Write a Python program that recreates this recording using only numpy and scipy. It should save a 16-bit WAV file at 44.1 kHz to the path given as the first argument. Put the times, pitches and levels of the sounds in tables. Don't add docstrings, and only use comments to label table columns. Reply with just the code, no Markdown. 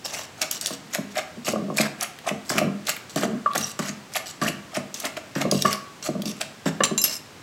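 import sys
import numpy as np
from scipy import signal
from scipy.fft import rfft, irfft
from scipy.io import wavfile
from scipy.ndimage import uniform_filter1d, map_coordinates

SR = 44100
rng = np.random.default_rng(int(sys.argv[2]) if len(sys.argv) > 2 else 0)


def int16_out(signal):
    q = np.round(np.clip(np.atleast_2d(signal).T, -1, 1) * 32767)
    wavfile.write(sys.argv[1], SR, q.astype(np.int16))


N = 327222


def amp(db):
    return 10 ** (np.asarray(db) / 20)


def curve_at(points, hz):
    point_hz, value = np.transpose(points)
    return np.interp(np.log(hz + 1), np.log(point_hz + 1), value)


def add(mix, start_s, sound):
    part = mix[max(round(start_s * SR), 0):][:len(sound)]
    part += sound[:len(part)]


def unit_rms(x):
    return x / np.sqrt(np.mean(x ** 2) + 1e-20)


def wander(count, span):
    knots = rng.standard_normal(1024)
    return map_coordinates(knots, [np.arange(count) / span], order=2, mode="wrap")


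def colour(x, eq, ripple_db=2, size=2048):
    hz = np.fft.rfftfreq(size, 1 / SR)
    log_gain = np.log(amp(curve_at(eq, hz) + ripple_db * wander(len(hz), 11)))
    mirrored = np.concatenate([log_gain, log_gain[-2:0:-1]])
    taps = np.fft.ifft(np.exp(np.conj(signal.hilbert(mirrored)))).real
    return signal.fftconvolve(x, taps / np.linalg.norm(taps))


def crackle(envelope, spread_db, patchy_db=5):
    count = len(envelope)
    frames = dict(nperseg=128, noverlap=96)
    noise = signal.stft(rng.standard_normal(count), **frames)[2]
    specks = rng.standard_normal(noise.shape)
    bubbles = unit_rms(uniform_filter1d(uniform_filter1d(specks, 5, axis=0), 5, axis=1))
    fizz = signal.istft(noise * amp(patchy_db * np.minimum(bubbles, 2)), **frames)[1][:count]
    sizes = amp(spread_db * np.clip(wander(count, 40), -2, 2))
    pops = fizz * sizes * envelope
    return pops * np.linalg.norm(envelope) / np.linalg.norm(pops)


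def ring(hz, db, t60):
    t = np.arange(SR * 2 // 5) / SR
    sign = (-1) ** np.arange(len(hz))
    decay = np.exp(-np.log(1000) * t / t60[:, None])
    return (sign * amp(db)) @ (decay * np.sin(2 * np.pi * hz[:, None] * t))


def detuned(hz, spread):
    return hz * (1 + spread * rng.standard_normal(len(hz)))


# frequency in Hz, relative level in dB.
ROOM_TONE_EQ = [(28, -10.5), (160, 3.5), (500, -4.5), (2000, -9), (7800, -17), (9500, -24), (15500, -30)]
def room_tone(noise_db=-45.5, hum_hz=96.0, hum_db=-62):
    gain = amp(curve_at(ROOM_TONE_EQ, np.fft.rfftfreq(N, 1 / SR)))
    noise = unit_rms(irfft(rfft(rng.standard_normal(N)) * gain, N))
    hum = np.sin(2 * np.pi * hum_hz * np.arange(N) / SR)
    return amp(noise_db) * noise + amp(hum_db) * hum


# start and length in seconds, level in dB, first and last pitch in Hz.
SKIN_SQUEAKS = [(0.04, 0.034, -34.5, 5630, 4930), (1.782, 0.0077, -19, 2210, 2550),
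                (3.624, 0.032, -28.5, 5950, 5600), (4.442, .031, -31.5, 1258, 2030),
                (4.48, 0.0033, -21.5, 2590, 2900)]
def skin_squeaks(waver=0.02, rough_db=5.0):
    out = np.zeros(N)
    for start, length, db, first_hz, last_hz in SKIN_SQUEAKS:
        count = max(round(length * SR), 100)
        hz = np.geomspace(first_hz, last_hz, count) * (1 + waver * wander(count, 30))
        grip = amp(rough_db * wander(count, 90)) * signal.windows.tukey(count, .5)
        tone = np.sin(2 * np.pi * np.cumsum(hz) / SR)
        add(out, start, amp(db) * unit_rms(grip * tone))
    return out


# frequency in Hz, relative level in dB.
CLAY_RASP_EQ = [(300, -16), (600, 6.5), (900, -3), (1180, -2.5), (1680, 3.5), (2850, -9.5), (4000, -13.5),
                (7000, -38)]
SHRED_HISS_EQ = [(2000, -12), (3000, -3), (5600, -1), (7800, -3), (8900, -11), (12000, -10), (16000, -20)]
# mode in Hz, relative level in dB, t60 in seconds.
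BLADE_MODES = [(1174, -15, 0.17), (2796, -2.5, 0.036), (4596, 0, 0.027), (5620, 4.5, 0.016),
               (7760, 3.5, 0.014)]
# start and length in seconds, rasp in dB (how hard the spoon
# bears on the clay), base level of blade and shreds in dB.
SPOON_STROKES = [(0.046, 0.21, -43, -41), (0.51, 0.072, -46.5, -38), (0.617, 0.14, -45.5, -40),
                 (1.108, 0.023, -62, -53), (1.448, 0.083, -65, -37.5), (1.811, 0.062, -32, -42),
                 (2.5, 0.084, -31.5, -38.5), (3.095, 0.059, -56, -49.5), (3.159, 0.099, -34, -38),
                 (3.55, 0.17, -50, -39), (3.79, 0.098, -36.5, -42), (4.259, 0.055, -51, -41.5),
                 (4.415, 0.069, -32, -38), (4.944, 0.092, -52, -43), (5.352, 0.072, -34, -43),
                 (5.512, 0.12, -57, -38.5), (5.65, 0.11, -33.5, -36.5), (6.026, 0.055, -43, -37.5),
                 (6.255, 0.064, -65, -40), (6.657, 0.039, -28, -39), (7.046, 0.095, -43.5, -37)]
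def spoon_scrapes(catch_db=2.5, slacken_db=-4, touch_db=3, sing_db=-2, hiss_db=2.5):
    out = np.zeros(N)
    hz, mode_db, t60 = np.transpose(BLADE_MODES)
    grain = dict(spread_db=4.0, patchy_db=4.5)
    for start, length, rasp_db, level_db in SPOON_STROKES:
        count = max(round(length * SR), 200)
        pressure_db = slacken_db * np.linspace(0, 1, count) + catch_db * wander(count, 400)
        pressure = unit_rms(amp(pressure_db)) * signal.windows.tukey(count, .04)
        blade = ring(detuned(hz, 0.025), mode_db, t60)
        singing = signal.fftconvolve(crackle(pressure, **grain), blade / np.linalg.norm(blade))
        add(out, start, amp(level_db + touch_db) * blade)
        add(out, start, amp(level_db + sing_db) * singing)
        for eq, db in (CLAY_RASP_EQ, rasp_db), (SHRED_HISS_EQ, level_db + hiss_db):
            add(out, start, amp(db) * colour(crackle(pressure, **grain), eq))
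    return out


# frequency in Hz, relative level in dB.
GULP_EQ = [(120, -44), (250, -16.5), (480, -22.5), (600, -3.5), (710, -5), (1000, -19.5), (1240, -9),
           (1450, -18), (2500, -68.5)]
PULP_EQ = [(500, -57), (1000, -13), (1280, -3), (2200, 3), (3100, -3), (4200, -11.5), (8000, -45)]
SPRAY_EQ = [(1800, -35), (3400, -1), (4400, 4), (7700, 5.5), (9000, -5), (11500, -2.5), (16000, -16.5)]
# climax and swell time in seconds, pulp level in dB, juiciness in dB
FRUIT_CRUSHES = [(0.141, 0.0097, -33, 2.5), (0.424, 0.0069, -25.5, 1.5), (0.949, 0.01, -25.5, 2.5),
                 (1.183, 0.015, -25, -2.5), (1.487, 0.011, -26.5, 1), (1.787, 0.013, -26, 3.5),
                 (1.811, 0.0092, -22.5, 2), (2.03, 0.014, -28, 1), (2.285, .012, -25, -3.5),
                 (2.496, 0.0027, -35, 13.5), (2.584, 0.0058, -21.5, -1.5), (2.897, 0.015, -25, 3),
                 (3.235, 0.0034, -27, -4), (3.554, 0.0029, -24, -2), (3.89, 0.02, -34.5, 4),
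                 (4.164, 0.01, -24, 1), (4.485, 0.0099, -30, 3), (4.763, 0.011, -27.5, -1.5),
                 (5.055, 0.0088, -26, 0), (5.171, 0.0023, -31.5, -3.5), (5.415, 0.0042, -25.5, -1),
                 (6.066, 0.009, -37, -6.5), (6.412, 0.0044, -28, 1.5)]
def squelches(spray_db=-1, fall_s=0.0061, ooze=0.54, ooze_s=0.015, cling_s=.045, cling_db=-25):
    out = np.zeros(N)
    t = np.arange(-cling_s, .15, 1 / SR)
    after = np.maximum(t, 0)
    release = (1 - ooze) * np.exp(-(after / fall_s) ** 2 / 2) + ooze * np.exp(-after / ooze_s)
    for climax, swell_s, level_db, juice_db in FRUIT_CRUSHES:
        swell = np.exp(np.minimum(t, 0) / swell_s)
        envelope = np.where(t < -2 * swell_s, amp(cling_db), swell * release)
        for eq, db in (GULP_EQ, -juice_db), (PULP_EQ, 0), (SPRAY_EQ, spray_db + juice_db):
            wet = colour(crackle(envelope, spread_db=5.5), eq)
            wet *= np.linalg.norm(envelope) / np.linalg.norm(wet)
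            add(out, climax - cling_s, amp(level_db + db) * wet)
    return out


# start in seconds, relative level in dB, pitch in Hz.
SKIN_SNAPS = [(0.4165, -12, 5430), (0.428, -22, 6360), (0.513, -11.5, 6760), (0.612, -18, 6800),
              (0.66, -12.5, 6240), (0.67, -18, 7500), (1.771, -14, 6500), (2.01, -19, 6000),
              (2.028, -17, 10200), (2.188, -31, 3130), (2.582, -14, 3000), (2.8705, -19.5, 4760),
              (2.893, -10, 5100), (2.965, -22, 2360), (3.16, -22, 7500), (3.5344, -26, 4200),
              (3.578, -13, 7600), (3.792, -23, 7000), (4.137, -25.5, 7000), (4.9423, -22.5, 7000),
              (5.001, -20, 6430), (5.5135, -11, 6750), (5.622, -12, 5200), (5.729, -13, 5700),
              (6.22, -22, 6260), (6.257, -22, 5400), (6.414, -17.5, 3500), (6.854, -14.5, 5040)]
def skin_snaps(gain_db=-2, decay_s=0.0028, focus_db=8, click_db=-6):
    out, t = np.zeros(N), np.arange(600) / SR
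    for start, db, hz in SKIN_SNAPS:
        eq = [(hz / 4, -22), (hz / 2, -focus_db), (hz, 0), (hz * 1.25, -focus_db), (hz * 3, -19)]
        burst = crackle(np.exp(-t / decay_s), spread_db=2)
        burst[20] += amp(click_db) * np.linalg.norm(burst)
        add(out, start, amp(db + gain_db) * colour(burst, eq))
    return out


# mode in Hz, relative level in dB, t60 in seconds.
COUNTER_MODES = [(98.8, -20.5, 0.37), (147.1, -4.5, 0.27), (203.7, 1.5, 0.21), (231.5, -1, 0.15),
                 (264.2, -2.5, 0.16), (352.2, 0.5, 0.086), (447.2, -15, 0.38), (592, 3, 0.04),
                 (717, -14, 0.11), (1108, -5.5, 0.032)]
# start in seconds, relative level in dB, hardness in dB
PESTLE_BLOWS = [(0.705, -35.5, 8.5), (0.984, -27.5, 4), (1.371, -34.5, -6), (1.481, -24.5, 6),
                (1.535, -29.5, 13), (1.559, -29, 15), (1.701, -30.5, 11.5), (1.799, -24.5, 6),
                (2.312, -27, 3.5), (2.503, -27.5, 2), (2.615, -25.5, 11), (2.68, -25, 2), (3.161, -24, 5),
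                (3.232, -28.5, 16), (3.553, -35, 15), (3.577, -25.5, -5), (3.792, -25, -4),
                (3.889, -29.5, -20), (4.416, -23, -1), (4.497, -30, -3), (4.77, -25, 3), (5.452, -27, 13.5),
                (5.522, -23.5, 12), (5.543, -22.5, -2), (5.648, -22, 5.5), (6.088, -24.5, 7),
                (6.152, -25, 0.5), (6.66, -20, 4.5), (6.805, -24, 10.5), (6.912, -24.5, -1.5)]
def pestle_thuds(gain_db=-0.96, detune=0.037, uneven_db=3.0, cushion_s=0.00062,
                 rock_s=.02, rock_db=-10, rock_hard_db=-6):
    out = np.zeros(N)
    hz, db, t60 = np.transpose(COUNTER_MODES)
    upper = curve_at([(260, 0), (580, 1)], hz)
    rocks = [(start + rock_s * rng.uniform(0.811, 1.2), level_db + rock_db, hard_db + rock_hard_db)
             for start, level_db, hard_db in PESTLE_BLOWS]
    for start, level_db, hard_db in PESTLE_BLOWS + rocks + grinding_bumps():
        shift, share = rng.standard_normal((2, len(hz)))
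        mode_db = db + hard_db * upper + uneven_db * share
        blow = ring(hz * (1 + detune * shift), level_db + mode_db, t60)
        attack = 1 - np.exp(-np.arange(len(blow)) / SR / cushion_s)
        add(out, start, blow * attack)
    return amp(gain_db) * out


# start and length in seconds, relative level in dB.
PESTLE_PUSHES = [(1.499, 0.25, -37.5), (2.55, 0.15, -28), (3.189, 0.18, -29.5), (4.435, 0.083, -31.5),
                 (5.35, 0.23, -34), (6.119, 0.21, -38.5)]
def grinding_bumps(per_second=46, jitter=0.31, spread_db=4.5, hard_db=-2):
    cues = []
    for start, length, db in PESTLE_PUSHES:
        chance = rng.standard_normal((40, 2))
        for k, (late, size) in enumerate(chance[:round(length * per_second)]):
            cues.append((start + (k + jitter * abs(late)) / per_second, db + spread_db * size, hard_db))
    return cues


# mode in Hz, relative level in dB, t60 in seconds.
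CLAY_MODES = [(606, -9, 0.033), (1132, -5, 0.3), (1161, 3.5, 0.12), (1355, -2, 0.023), (1730, -1, 0.034),
              (2880, -12, 0.056)]
# start in seconds, level in dB, hardness in dB, ring as a factor on t60
CLAY_KNOCKS = [(3.460, -16.5, -13, 0.85), (3.791, -26.5, 3, 0.65), (4.416, -27, 2, 0.78),
               (5.65, -18, 0.5, 1.63), (6.805, -22.5, 5, 1.57)]
def clay_knocks(chatter_db=4.0, hard_above_hz=1500, crunch_db=-6, crunch_s=.012):
    out, t = np.zeros(N), np.arange(SR // 10) / SR
    hz, db, t60 = np.transpose(CLAY_MODES)
    for start, level_db, hard_db, sustain in CLAY_KNOCKS:
        mode_db = level_db + db + hard_db * (hz > hard_above_hz)
        wall = ring(detuned(hz, 0.0052), mode_db, t60 * sustain)
        add(out, start, wall * amp(chatter_db * wander(len(wall), 220)))
        crunch = colour(crackle(np.exp(-t / crunch_s), spread_db=2), CLAY_RASP_EQ)
        add(out, start, amp(level_db + hard_db + crunch_db) * crunch)
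    return out


# mode in Hz, t60 in seconds, relative dB struck at the neck and at the bowl.
SPOON_MODES = [(2780, 0.13, -9.5, -17), (4010, 0.18, 0, -38), (5130, 0.19, -30, 0),
               (5500, 0.062, -14, -0.5), (6160, 0.14, -0.5, -10), (7300, 0.29, 5.5, -19),
               (8100, 0.083, -27, -7), (8800, 0.17, -14, -7), (10840, 0.29, -12, -30),
               (11500, 0.13, -13, 12.5), (12700, 0.18, -21, -9), (14400, .11, -21, 1)]
def spoon_ring(level_db, place, sustain, grip_db=-40, treble_hz=8500, twin_db=-11):
    hz, t60, neck_db, bowl_db = np.transpose(SPOON_MODES)
    muted_db = grip_db * (1 - sustain) ** 2 * (hz > treble_hz)
    db = level_db + neck_db + place * (bowl_db - neck_db) + muted_db
    twins = ring(detuned(hz, 0.029), db + twin_db, t60 * sustain / 2)
    return ring(hz, db, t60 * sustain) + twins


# frequency in Hz, relative level in dB.
CRACK_EQ = [(900, -10), (3000, -4.5), (7500, -7.5), (9500, 0), (14500, -30), (16500, 9.5)]
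# start in seconds, ring level in dB, place from 0 (neck) to
# 1 (bowl), crack level in dB, sustain as a factor on t60.
RIM_CLINKS = [(6.836, -16, 0.11, -9.5, 0.36), (6.978, -20, 0.076, -21, 0.97),
              (7.016, -18.5, 0.87, -36, 0.49), (7.0397, -11, 0.74, -6, 0.66)]
def spoon_clinks(crack_s=0.01, neck_dull_db=-12, treble_hz=8500):
    out, t = np.zeros(N), np.arange(SR // 20) / SR
    for start, ring_db, place, crack_db, sustain in RIM_CLINKS + spoon_bounces():
        eq = [(hz, db + neck_dull_db * (1 - place) * (hz > treble_hz)) for hz, db in CRACK_EQ]
        add(out, start, spoon_ring(ring_db, place, sustain))
        crack = colour(crackle(np.exp(-t / crack_s), spread_db=1.5), eq)
        add(out, start, amp(crack_db) * crack)
    return out


def spoon_bounces(count=8, gap_s=0.02, shrink=.93, bounce_db=-15, soften_db=-8, sustain=0.36):
    start, ring_db, _, crack_db, _ = RIM_CLINKS[-1]
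    cues = []
    for k, place in enumerate(rng.uniform(0.56, 1, count)):
        start += gap_s * shrink ** k
        cues.append((start, ring_db + bounce_db, place, crack_db + bounce_db + soften_db, sustain))
    return cues


# frequency in Hz, t60 in seconds.
KITCHEN_DECAY = [(150, 0.57), (500, 0.46), (1500, 0.56), (4000, 0.36), (8000, 0.3), (15000, 0.22)]
def kitchen_reverb(send):
    taps = np.zeros(SR // 2)
    slots = np.arange(180, len(taps) - 20, 20)
    taps[slots + rng.integers(0, 20, len(slots))] = rng.choice([-1., 1.], len(slots))
    hz, t, bands = signal.stft(taps, SR, nperseg=256)
    decay = np.exp(-np.log(1000) * t / curve_at(KITCHEN_DECAY, hz)[:, None])
    tail = signal.istft(bands * decay, SR)[1]
    return signal.fftconvolve(send, tail / np.linalg.norm(tail))[:N]


def scene(thud_send_db=-10, wet_send_db=-9, ring_send_db=-12):
    thuds = pestle_thuds()
    wet = squelches() + skin_squeaks() + spoon_scrapes() + skin_snaps()
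    ringing = clay_knocks() + spoon_clinks()
    send = amp(thud_send_db) * thuds + amp(wet_send_db) * wet + amp(ring_send_db) * ringing
    return (thuds + wet + ringing + kitchen_reverb(send) + room_tone())[None]


def record(dry, bass_hz=80, ceiling=1.2, top_hz=16000):
    thin = signal.sosfilt(signal.butter(2, bass_hz, "high", fs=SR, output="sos"), dry)
    rounded = ceiling * np.tanh(thin / ceiling)
    lowpass = signal.firwin(401, top_hz, window=("kaiser", 9), fs=SR)
    return signal.oaconvolve(rounded, lowpass[None], "same")


dry = scene()
out = record(dry)
int16_out(out)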